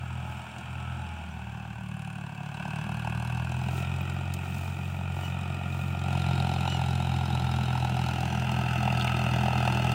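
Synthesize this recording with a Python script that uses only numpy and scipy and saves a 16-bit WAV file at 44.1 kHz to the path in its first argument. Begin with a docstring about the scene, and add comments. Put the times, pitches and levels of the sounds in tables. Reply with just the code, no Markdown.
"""From the edge of a crop field: a diesel tractor drags a harrow round the far end, gears whining faintly.
Each firing gives an exhaust thump, a bark, a spit of gas and a knock in the block. A small bird chirps
in a far hedge; the engine labours in the turn, slowest at 2.4 s, then picks up. Leaves brush and stalks
snap close to the microphone, and a reedy bird calls twice. From 6 s the tractor comes clear of the crop
and grows louder on its way back; at 9 s the harrow clanks."""
import sys
import numpy as np
from scipy import signal
from scipy.fft import rfft, irfft
from scipy.io import wavfile

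SR = 44100
rng = np.random.default_rng(int(sys.argv[2]) if len(sys.argv) > 2 else 0)


def transcribe(signal):
    """Save signal, clipped to [-1, 1], as a 16-bit WAV file at the path in sys.argv[1]."""
    frames = np.atleast_2d(signal).T
    limited = np.clip(frames, -1, 1)
    pcm = np.round(limited * 32767).astype(np.int16)
    wavfile.write(sys.argv[1], SR, pcm)


N = 438354
T = np.arange(N) / SR


def amp(db):
    """Decibels to gain."""
    return 10 ** (np.asarray(db) / 20)


def unit(x):
    """Scales to rms 1."""
    return x / np.sqrt(np.mean(x ** 2) + 1e-20)


def curves(rows):
    """Each column after time_s, interpolated sample by sample."""
    time_s, *columns = np.transpose(rows)
    return [np.interp(T, time_s, column) for column in columns]


def bell(centre, width, x=T):
    """A smooth hump, 1 at the centre and 1/e one width to either side."""
    return np.exp(-((x - centre) / width) ** 2)


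def add(mix, start_s, sound):
    """Lays a sound into the mix."""
    part = mix[max(round(start_s * SR), 0):][:len(sound)]
    part += sound[:len(part)]


def wander(rate_hz):
    """Random drift of rms 1, up to about the given rate."""
    hz = np.fft.rfftfreq(N, 1 / SR)
    return unit(irfft(rfft(rng.standard_normal(N)) / (1 + (hz / rate_hz) ** 4), N))


def band(x, low_hz, high_hz):
    """Gentle band-pass."""
    return signal.sosfilt(signal.butter(2, [low_hz, high_hz], "band", fs=SR, output="sos"), x)


def colour(x, spectrum, size=4096):
    """Causal filter with the given spectral shape; the result has rms 1."""
    hz, db = np.transpose(spectrum)
    grid = np.log(np.fft.rfftfreq(size, 1 / SR) + 1)
    log_gain = np.log(amp(np.maximum(np.interp(grid, np.log(hz + 1), db), -70)))
    cepstrum = irfft(log_gain)[:size // 2] * np.r_[1, np.full(size // 2 - 1, 2)]
    impulse = irfft(np.exp(rfft(cepstrum, size)))
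    return unit(signal.oaconvolve(x, impulse)[:N])


# The open field's ambience: freq_hz, relative_db
AIR_SPECTRUM = [(20, 7.5), (50, -17.5), (150, 1.5), (500, 6.5), (2000, 6.5), (5000, -12.5), (7500, -1),
                (9000, -27.5), (11000, -28), (14000, -13), (15700, -7.5)]

def air(level_db=-61.5):
    """Still air over the crop, a faint steady hush."""
    return amp(level_db) * colour(rng.standard_normal(N), AIR_SPECTRUM)


# A small bird in a far hedge: start_s, length_s, start_hz, end_hz, level_db
HEDGE_CHIRPS = [(1.031, 0.0306, 6100, 5810, -66.5), (1.15, 0.03524, 6210, 5750, -64),
                (1.299, 0.03186, 6080, 5704, -61)]

def hedge_bird():
    """Thin, pure notes that slide downward."""
    out = np.zeros(N)
    for start_s, length_s, start_hz, end_hz, db in HEDGE_CHIRPS:
        progress = np.arange(0, 1, 1 / (length_s * SR))
        cycles = np.cumsum(start_hz + (end_hz - start_hz) * progress) / SR
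        add(out, start_s, amp(db) * np.sin(np.pi * progress) * np.sin(2 * np.pi * cycles))
    return out


# A louder bird in the field: start_s, length_s, pitch_hz, level_db
REEDY_CALLS = [(5.211, .08, 1464, -44.5), (6.65, 0.1417, 1469, -38.5)]
# The overtones of its throat: harmonic, relative_db
THROAT_HARMONICS = [(2, 4), (3, -17.5), (4, -12.5), (5, -13)]

def reedy_bird(droop=0.0987, rasp=0.02453):
    """A short reedy call that swells, then drops in pitch as it ends."""
    out = np.zeros(N)
    for start_s, length_s, pitch_hz, db in REEDY_CALLS:
        progress = np.arange(0, 1, 1 / (length_s * SR))
        bend = 1 - droop * progress ** 8 + rasp * wander(364.2)[:len(progress)]
        cycles = np.cumsum(pitch_hz * bend) / SR
        voice = sum(amp(level) * np.sin(2 * np.pi * k * cycles) for k, level in THROAT_HARMONICS)
        add(out, start_s, amp(db) * unit(voice) * np.sin(np.pi * progress ** 1.251))
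    return out


# Leaf rustle at close range: freq_hz, relative_db
LEAF_SPECTRUM = [(1500, -6.5), (3000, 3.5), (5500, 2.5), (8000, 5.5), (10000, -1.5), (12500, -9.5),
                 (14000, 4.5), (15500, 3.5)]
# Leaves brushing past the microphone: centre_s, width_s, level_db
LEAF_BRUSHES = [(0.319, 0.1196, -64), (3.644, 0.1016, -65), (3.78, 0.062, -50.5), (4.158, 0.0515, -65.5),
                (4.573, 0.16145, -53.5), (4.888, 0.1417, -58.5), (5.233, 0.1053, -55.5),
                (5.817, 0.1371, -56.5)]
# Stalks snapping: start_s, gain_db, decay_s, low_hz, high_hz
STALK_SNAPS = [(.583, -37.5, 0.0088, 3000, 8995), (4.014, -33, 0.00296, 12500, 16900),
               (4.138, -38.5, 0.00308, 11000, 16900), (4.338, -24.5, 0.003943, 1800, 16980),
               (6.122, -43, 0.001993, 10000, 17000)]

def leaves(grain_db=3.0):
    """Leaves slide by in soft, grainy swells, and a few stalks snap."""
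    rustle = colour(rng.standard_normal(N), LEAF_SPECTRUM)
    swells = sum(amp(db) * bell(centre_s, width_s) for centre_s, width_s, db in LEAF_BRUSHES)
    out = rustle * swells * amp(grain_db * wander(198.3))
    t = T[:SR // 16]
    for start_s, db, decay_s, low_hz, high_hz in STALK_SNAPS:
        snap = amp(db) / 2 * np.exp(-t / decay_s) * rustle[round(start_s * SR):][:len(t)]
        add(out, start_s, band(snap, low_hz, high_hz))
    return out


# The harrow, behind the approaching tractor: start_s, peak_db, pitch_hz
HARROW_CLANKS = [(9.011, -21.5, 3610), (9.077, -20, 2883)]
# Its ringing steel: pitch_ratio, relative_db, t60_s
STEEL_MODES = [(.76, 1, 0.0254), (.92, 1.5, 0.03324), (1, 1.5, .03), (1.23, -2.5, 0.02013)]

def harrow():
    """Loose steel parts knock together and ring briefly."""
    out, t = np.zeros(N), T[:SR // 16]
    for start_s, peak_db, pitch_hz in HARROW_CLANKS:
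        ring = sum(amp(db - 60 * t / t60_s) * np.sin(2 * np.pi * (pitch_hz * ratio * t + rng.random()))
                   for ratio, db, t60_s in STEEL_MODES)
        add(out, start_s, amp(peak_db) * ring / abs(ring).max())
    return out


# Gear whine carrying across the field: centre_s, width_s, cycles_per_firing, level_db
GEAR_WHINES = [(0.104, 0.676, 31.06, -55.5), (0.288, 0.1396, 20.65, -51), (0.884, 0.13, 31.45, -49.5),
               (1.092, 0.1767, 20.5, -48.5), (1.557, 0.1957, 20.65, -53), (2.07, 0.1407, 20.9, -53),
               (2.547, 0.2529, 20.8, -52.5), (2.682, 0.0726, 41.5, -50.5), (3.798, 0.133, 31.06, -50),
               (6.35, 1, 31.35, -49), (7.582, 0.3695, 31.35, -50.5), (8.995, 0.5742, 31.35, -45),
               (9.849, 0.2903, 31.35, -47.5)]

def gears(firings, waver_rad=0.659):
    """Meshing teeth whine in step with the engine, in soft swells."""
    out = np.zeros(N)
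    for centre_s, width_s, multiple, db in GEAR_WHINES:
        whine = np.sqrt(2) * np.sin(2 * np.pi * multiple * firings + waver_rad * wander(30))
        out += amp(db) * bell(centre_s, width_s) * whine
    return out


# The diesel slows in the turn and picks up again: time_s, firing_hz
ENGINE_SPEED = [(0.0, 41.4), (1.05, 41.85), (1.3, 38.93), (1.9, 37.8), (2.4, 35.65), (3.6, 41.95),
                (3.9, 43.88), (4.3, 44.83), (4.8, 45.15), (6.0, 44.51), (6.6, 43.41), (7.2, 42.92),
                (7.8, 41.79), (8.4, 41.93), (9.1, 41.28), (9.94, 41.32)]

def firing_rate():
    """Cylinder firings per second, sample by sample."""
    return curves(ENGINE_SPEED)[0]


# The engine's loudness at the microphone, from load and distance: time_s, relative_db
ENGINE_LOAD = [(0, -14.5), (0.3, -13.0), (1.1, -14), (1.7, -17), (2.4, -15), (2.7, -9.5), (3.4, -9.5),
               (3.8, -7.5), (4.3, -10.5), (5.05, -13), (5.2, -10.0), (6, -10.5), (6.12, -4.5), (6.7, -3.5),
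               (7, -5.5), (8.6, -3.0), (9.6, -0.5), (9.94, 1)]

def load_gain(full_load_db, follow):
    """Gain of a noisy engine layer, which moves `follow` dB for each dB of load."""
    return amp(full_load_db + follow * curves(ENGINE_LOAD)[0])


# Unusually hard firings: centre_s, extra_db
HARD_FIRINGS = [(3.076, 6.5), (3.522, 6.5), (6.654, 5.5), (6.678, 6.5), (7.352, 8), (7.683, 6), (7.849, 10),
                (8.088, 4.5), (8.233, 0.5), (8.495, 3), (8.590, 3.5), (8.854, 2), (8.879, 7), (9.047, 7.5),
                (9.412, 3.5), (9.461, 6.5), (9.484, 4.5), (9.678, 9), (9.846, 2)]

def hard_gain(share, width_s=0.00501):
    """A layer jumps by its share of each hard firing's extra decibels."""
    return amp(share * sum(db * bell(centre_s, width_s) for centre_s, db in HARD_FIRINGS))


# The side of the tractor turned to the microphone: time_s, heading
# (0 rear quarter, 1 flank, 2 front quarter behind the crop, 3 in the clear, 4 nose)
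TRACTOR_HEADING = [(0, 0.395), (1.1, 0.2705), (1.6, 0.8484), (3.35, 0.9866), (3.8, 1.7189), (5.9, 1.91),
                   (6.15, 2.6), (7.6, 3.06), (8.8, 4.0213), (9.94, 4.0919)]

def facing(x, spectra):
    """The tone crossfades from one heading's spectrum to the next as the tractor turns."""
    heading, = curves(TRACTOR_HEADING)
    return sum(np.maximum(1 - abs(heading - k), 0) * colour(x, shape) for k, shape in enumerate(spectra))


# What each side throws toward the microphone, a row per heading: knock_db, spit_db, growl_db
SIDE_LEVELS = [(-0.1164, 0.1721, -1.8339), (0.433, -1.3335, -2.5038), (0.0521, -0.4838, 3),
               (-2.6294, 3, 0.72), (0.7284, 0.0458, 0.5422)]

def side_gains():
    """Gains of knock, spit and growl as the tractor turns."""
    heading, = curves(TRACTOR_HEADING)
    return [amp(np.interp(heading, np.arange(len(db)), db)) for db in np.transpose(SIDE_LEVELS)]


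# Sound that reaches the microphone in a straight line: time_s, power_share
DIRECT_SHARE = [(0, 0.5966), (1.2, 0.3708), (1.8, 0.9438), (3.2, 1), (4.2, 0.671), (5.9, 0.6858),
                (6.2, 0.8946), (9.94, 0.9175)]

def crop_scatter(x):
    """The crop smears the rest of the beat into steady noise."""
    direct, = curves(DIRECT_SHARE)
    return np.sqrt(direct) * x + np.sqrt(1 - direct) * rng.standard_normal(N)


def puffs(firings, start, rise, fall, tail, tail_fall, base, spread_db):
    """Turbulence gated by each firing: quick swell and fall, longer tail, steady base (times in cycles)."""
    index, phase = np.divmod(firings - start + 2, 1)
    strength = amp(spread_db * rng.standard_normal(512))[index.astype(int)]
    after = np.maximum(phase - rise, 0)
    swell = np.sin(np.pi / 2 * np.minimum(phase / rise, 1)) ** 2
    gate = swell * (strength * np.exp(-after / fall) + tail * np.exp(-after / tail_fall))
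    return unit(np.hypot(gate, base) * rng.standard_normal(N))


def pops(firings, start, jitter_s, spread_db):
    """One pressure pop each time the exhaust valve opens, never quite alike."""
    openings = np.flatnonzero(np.diff(np.floor(firings - start)))
    late, size = rng.standard_normal((len(openings), 2)).T
    train = np.zeros(N)
    train[np.clip(openings + (late * jitter_s * SR).astype(int), 0, N - 1)] = amp(spread_db * size)
    return unit(train)


# The silencer's low end: freq_hz, relative_db
ROAR_SPECTRUM = [(30, -17), (55, -36), (80, -2.5), (130, 6), (200, 10.5), (240, -1), (290, -13.5),
                 (400, -40)]

def silencer_roar(firings):
    """Gas rushes through the silencer in a low, gently pulsing roar."""
    gas = puffs(firings, start=0.30965, rise=0.12, fall=1.0,
                tail=0.1976, tail_fall=0.87, base=1.0, spread_db=1.0)
    return load_gain(-37, follow=0.57746) * colour(gas, ROAR_SPECTRUM)


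# The silencer's low midrange: freq_hz, relative_db
GROWL_SPECTRUM = [(170, -45.5), (250, -6), (285, -3), (335, 2), (400, -3), (480, -10.5), (600, -19.5),
                  (900, -51)]

def silencer_growl(firings):
    """Churning gas and valve pops resound in the silencer."""
    churn = puffs(firings, start=0.1744, rise=0.1709, fall=0.4285,
                  tail=0.215, tail_fall=0.9, base=1.0, spread_db=1.5)
    valve = pops(firings, start=0.35687, jitter_s=0.0002386, spread_db=1.0)
    return load_gain(-43.5, follow=0.96876) * colour(churn + 0.4459 * valve, GROWL_SPECTRUM)


# Brief raspy patches in the exhaust's treble: centre_s, width_s, centre_hz, bandwidth_hz, level_db
RASP_BANDS = [(2.03, 0.2298, 8729, 3000, -64.5), (3.099, 0.4176, 10750, 3500, -65),
              (6.449, 0.371, 4043, 599, -54), (8.342, 0.1273, 5899, 600, -55.5)]

def exhaust_rasp(firings):
    """Crisp ticks of gas, one to a firing, that come and go."""
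    ticks = puffs(firings, start=0.26385, rise=0.1069, fall=0.1353,
                  tail=0.079, tail_fall=0.474, base=0.0362, spread_db=2.0)
    return sum(amp(db) * bell(centre_s, width_s) * unit(band(ticks, hz - span_hz / 2, hz + span_hz / 2))
               for centre_s, width_s, hz, span_hz, db in RASP_BANDS)


# The spit at the microphone, a list per heading: freq_hz, relative_db
SPIT_SPECTRA = [
    [(1940, -12), (3300, -16), (3640, -8.5), (3960, -1), (4180, -23.5), (4670, -10.5), (5050, -18),
     (5610, -9), (6400, -22.5), (7060, -13.5), (7630, -8), (8760, -11.5), (9790, -22.5), (14900, -39),
     (15800, -32)],
    [(1940, -23.5), (3300, -7), (3590, -11), (3860, -1), (4610, -5.5), (5290, -5.5), (5540, -10),
     (5990, -5), (6830, -13), (7390, -5), (8820, -7), (11000, -26), (12100, -26.5), (14400, -24.5),
     (15800, -16)],
    [(1940, -40), (3300, -11), (3690, 4), (4350, -13), (4860, -5), (5250, -11), (5680, -8.5), (6310, -14),
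     (7740, -5.5), (11200, -23), (13100, -27.5), (15000, -14), (15800, -16.5)],
    [(1940, -50), (3300, -14), (3790, 1.5), (4430, -10.5), (4700, -20.5), (5090, -6), (5430, -19.5),
     (5680, -14), (6870, -19), (7440, -13.5), (8930, -21.5), (10200, -18.5), (11400, -30.5), (14400, -24),
     (15800, -30)],
    [(1940, -29.5), (3300, -4), (3640, 4), (3940, -18), (4260, 2.5), (4520, -10), (4920, -1.5), (5360, -13),
     (5870, -5.5), (7060, -12.5), (8310, -8), (8930, -14.5), (12300, -21.5), (15100, -17), (15800, -14.5)],
]
# A close reflection that ripples the treble: time_s, delay_ms
REFLECTION_DELAY = [(0, 1.221), (3.4, 1.775), (4.8, 1.47), (6.3, 1.6427), (7.6, 1.6155), (9.94, 1.5)]

def exhaust_spit(firings, waver_ms=0.12933, reflection=0.66):
    """Each firing spits gas; a reflection follows, its delay wavering in the hot exhaust."""
    gas = puffs(firings, start=0.2695, rise=0.06296, fall=0.16534,
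                tail=0.293, tail_fall=0.971, base=0.213, spread_db=3.0)
    spit = facing(crop_scatter(gas), SPIT_SPECTRA)
    delay_ms = curves(REFLECTION_DELAY)[0] + waver_ms * wander(15)
    reflected = np.interp(T - delay_ms / 1000, T, spit)
    return load_gain(-45.5, follow=1.0409) * hard_gain(0.252) * unit(spit + reflection * reflected)


# The engine block at the microphone, a list per heading: freq_hz, relative_db
KNOCK_SPECTRA = [
    [(660, -34), (1120, -7), (1140, -20.5), (1160, -4), (1210, -15.5), (1260, 3.5), (1320, -17.5),
     (1370, 3), (1570, -6), (1760, -5.5), (2000, -20.5), (2140, -13), (2250, -2.5), (2920, -5),
     (3400, -12.5), (4420, -32), (7480, -120)],
    [(660, -26), (1120, -2.5), (1240, -8), (1310, -16), (1370, -4), (1550, 0.5), (1670, -4), (1820, -17),
     (2030, -22), (2220, -10.5), (2400, -9), (2650, 1), (2720, -5), (3060, -12.5), (3400, -15.5),
     (4420, -46), (7480, -120)],
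    [(660, -43), (1120, -19), (1190, -1.5), (1350, -2), (1430, -1), (1510, -12), (1640, -13.5), (1870, -5),
     (2100, -19), (2180, -11.5), (2370, -3.5), (2500, 2.5), (2750, -9.5), (3010, -8.5), (3400, -17),
     (4420, -46.5), (7480, -120)],
    [(660, -28), (1120, -12.5), (1210, -7), (1280, -4), (1360, 1.5), (1420, 3), (1490, -3.5), (1780, -10.5),
     (2100, -11.5), (2210, -6.5), (2390, -4.5), (2650, -1.5), (3010, -5), (3400, -11.5), (4420, -48.5),
     (7480, -120)],
    [(660, -33), (1120, -22.5), (1180, -10), (1250, -0.5), (1310, 0.5), (1590, -3), (1800, -12), (2000, -6),
     (2290, -14), (2460, -3.5), (2700, 3), (3110, -9.5), (3400, -14.5), (4420, -38), (7480, -120)],
]

def block_knock(firings):
    """Each firing rattles the resonances of the engine block."""
    bursts = puffs(firings, start=0.21008, rise=0.1801, fall=0.30926,
                   tail=0.1305, tail_fall=0.988, base=0.40603, spread_db=1.3493)
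    knock = facing(crop_scatter(bursts), KNOCK_SPECTRA)
    return load_gain(-36, follow=0.7508) * hard_gain(0.292) * knock


# The bark at the microphone, a list per heading: freq_hz, relative_db
BARK_SPECTRA = [
    [(280, -75.5), (480, -20.5), (692, -6), (718, -2), (804, -7), (843, -2.5), (1110, -15), (1150, -20.5),
     (1500, -50), (2530, -120)],
    [(280, -60.5), (480, -40.5), (544, -11.5), (742, 1), (804, 0), (894, 0.5), (972, -1), (1150, -27.5),
     (1500, -26), (2530, -120)],
    [(280, -44), (480, -24), (540, -9), (631, -6.5), (728, -0.5), (951, -6.5), (1020, -20.5), (1150, -12),
     (1500, -39), (2530, -120)],
    [(280, -40), (480, -34), (496, -35.5), (560, -12), (662, -8), (744, 3), (913, -2.5), (1150, -20.5),
     (1500, -58), (2530, -120)],
    [(280, -53), (480, -20.5), (507, -24.5), (550, -13), (744, 1.5), (920, -3.5), (1090, -20),
     (1150, -17.5), (1500, -37), (2530, -120)],
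]

def exhaust_bark(firings):
    """A valve pop and a puff of gas leave the pipe as a midrange bark."""
    gas = puffs(firings, start=0.25945, rise=0.1296, fall=0.13766,
                tail=0.3375, tail_fall=0.8674, base=0.3363, spread_db=3.0)
    valve = pops(firings, start=0.365, jitter_s=0.00018216, spread_db=2.6342)
    bark = facing(crop_scatter(unit(gas + valve)), BARK_SPECTRA)
    return load_gain(-33, follow=1.0952) * hard_gain(1) * bark


# The exhaust drone across the field, tilted about order 3: time_s, relative_db, tilt_db_per_order
EXHAUST_DRONE = [(0, -6.5, -9.5), (1, -5.0, -10), (1.5, -6, -6.5), (2.1, -3, -3.5), (2.8, -2.5, -4),
                 (3.3, -2, -5.5), (3.8, 1, -7), (4.3, -2.5, -9.5), (5, -1.5, -8.5), (5.95, 0.5, -7.5),
                 (6.15, 4, -6.5), (6.8, 4.5, -6), (7.6, 3.5, -5), (8.6, 2.5, -3.5), (9.94, 4, -4)]
# What the pipe passes as the orders slide through it: freq_hz, gain_db
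PIPE_RESPONSE = [(70, -60.5), (78, -43), (88, -41.5), (108, -41), (120, -30), (128, -32.5), (136, -35),
                 (150, -34.5), (165, -41), (176, -36.5), (190, -30.5), (208, -34), (226, -42.5)]
# The drone hollows out or swells in one band: centre_s, width_s, centre_hz, width_hz, gain_db
DRONE_SWELLS = [(0.526, 0.1555, 94.9, 50.3, -12.5), (1.197, 0.1516, 122.7, 20.6, -18.5),
                (3.0, 0.612, 159.6, 13.94, 8.5), (6.601, 0.4406, 174.6, 13.82, 3.5)]

def exhaust_thump(firings, uneven=0.0818, waver_db=0.616, fundamental_db=-71, gain_db=-0.9143):
    """Orders 2 to 5 of the exhaust pulses, coloured by the pipe, over a faint tone at the firing rate."""
    lag_cycles, pipe_cycles = 0.67603, 0.2315
    level_db, tilt_db = curves(EXHAUST_DRONE)
    drone = np.zeros(N)
    for order in range(2, 6):
        hz = order * firing_rate()
        pipe_db = np.interp(hz, *np.transpose(PIPE_RESPONSE))
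        swell_db = sum(db * bell(centre_s, width_s) * bell(centre_hz, width_hz, hz)
                       for centre_s, width_s, centre_hz, width_hz, db in DRONE_SWELLS)
        order_db = level_db + tilt_db * (order - 3) + pipe_db + swell_db + waver_db * wander(4.037)
        cycles = order * (firings - lag_cycles) + pipe_cycles
        drone -= np.sqrt(2) * amp(order_db) * np.cos(2 * np.pi * cycles)
    fundamental = amp(fundamental_db) * np.cos(2 * np.pi * firings)
    return amp(gain_db) * drone * (1 + uneven * wander(24.75)) + fundamental


def scene():
    """The tractor and the field around it, from one spot in mono."""
    firings = np.cumsum(firing_rate()) / SR  # this running count keeps the engine layers in step
    knock_gain, spit_gain, growl_gain = side_gains()
    tractor = (exhaust_thump(firings) + exhaust_bark(firings)
               + knock_gain * block_knock(firings) + spit_gain * exhaust_spit(firings)
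               + silencer_roar(firings) + growl_gain * silencer_growl(firings)
               + exhaust_rasp(firings) + gears(firings))
    return (tractor + harrow() + leaves() + reedy_bird() + hedge_bird() + air())[None]


def record(dry, notch_hz=7890, notch_q=45, cutoff_hz=15850):
    """The microphone has one narrow notch, and the highest treble is cut off."""
    notched = signal.lfilter(*signal.iirnotch(notch_hz, notch_q, SR), dry)
    low_pass = signal.firwin(601, cutoff_hz, window=("kaiser", 9), fs=SR)
    return signal.oaconvolve(notched, low_pass[None], "same")


dry = scene()
out = record(dry)
transcribe(out)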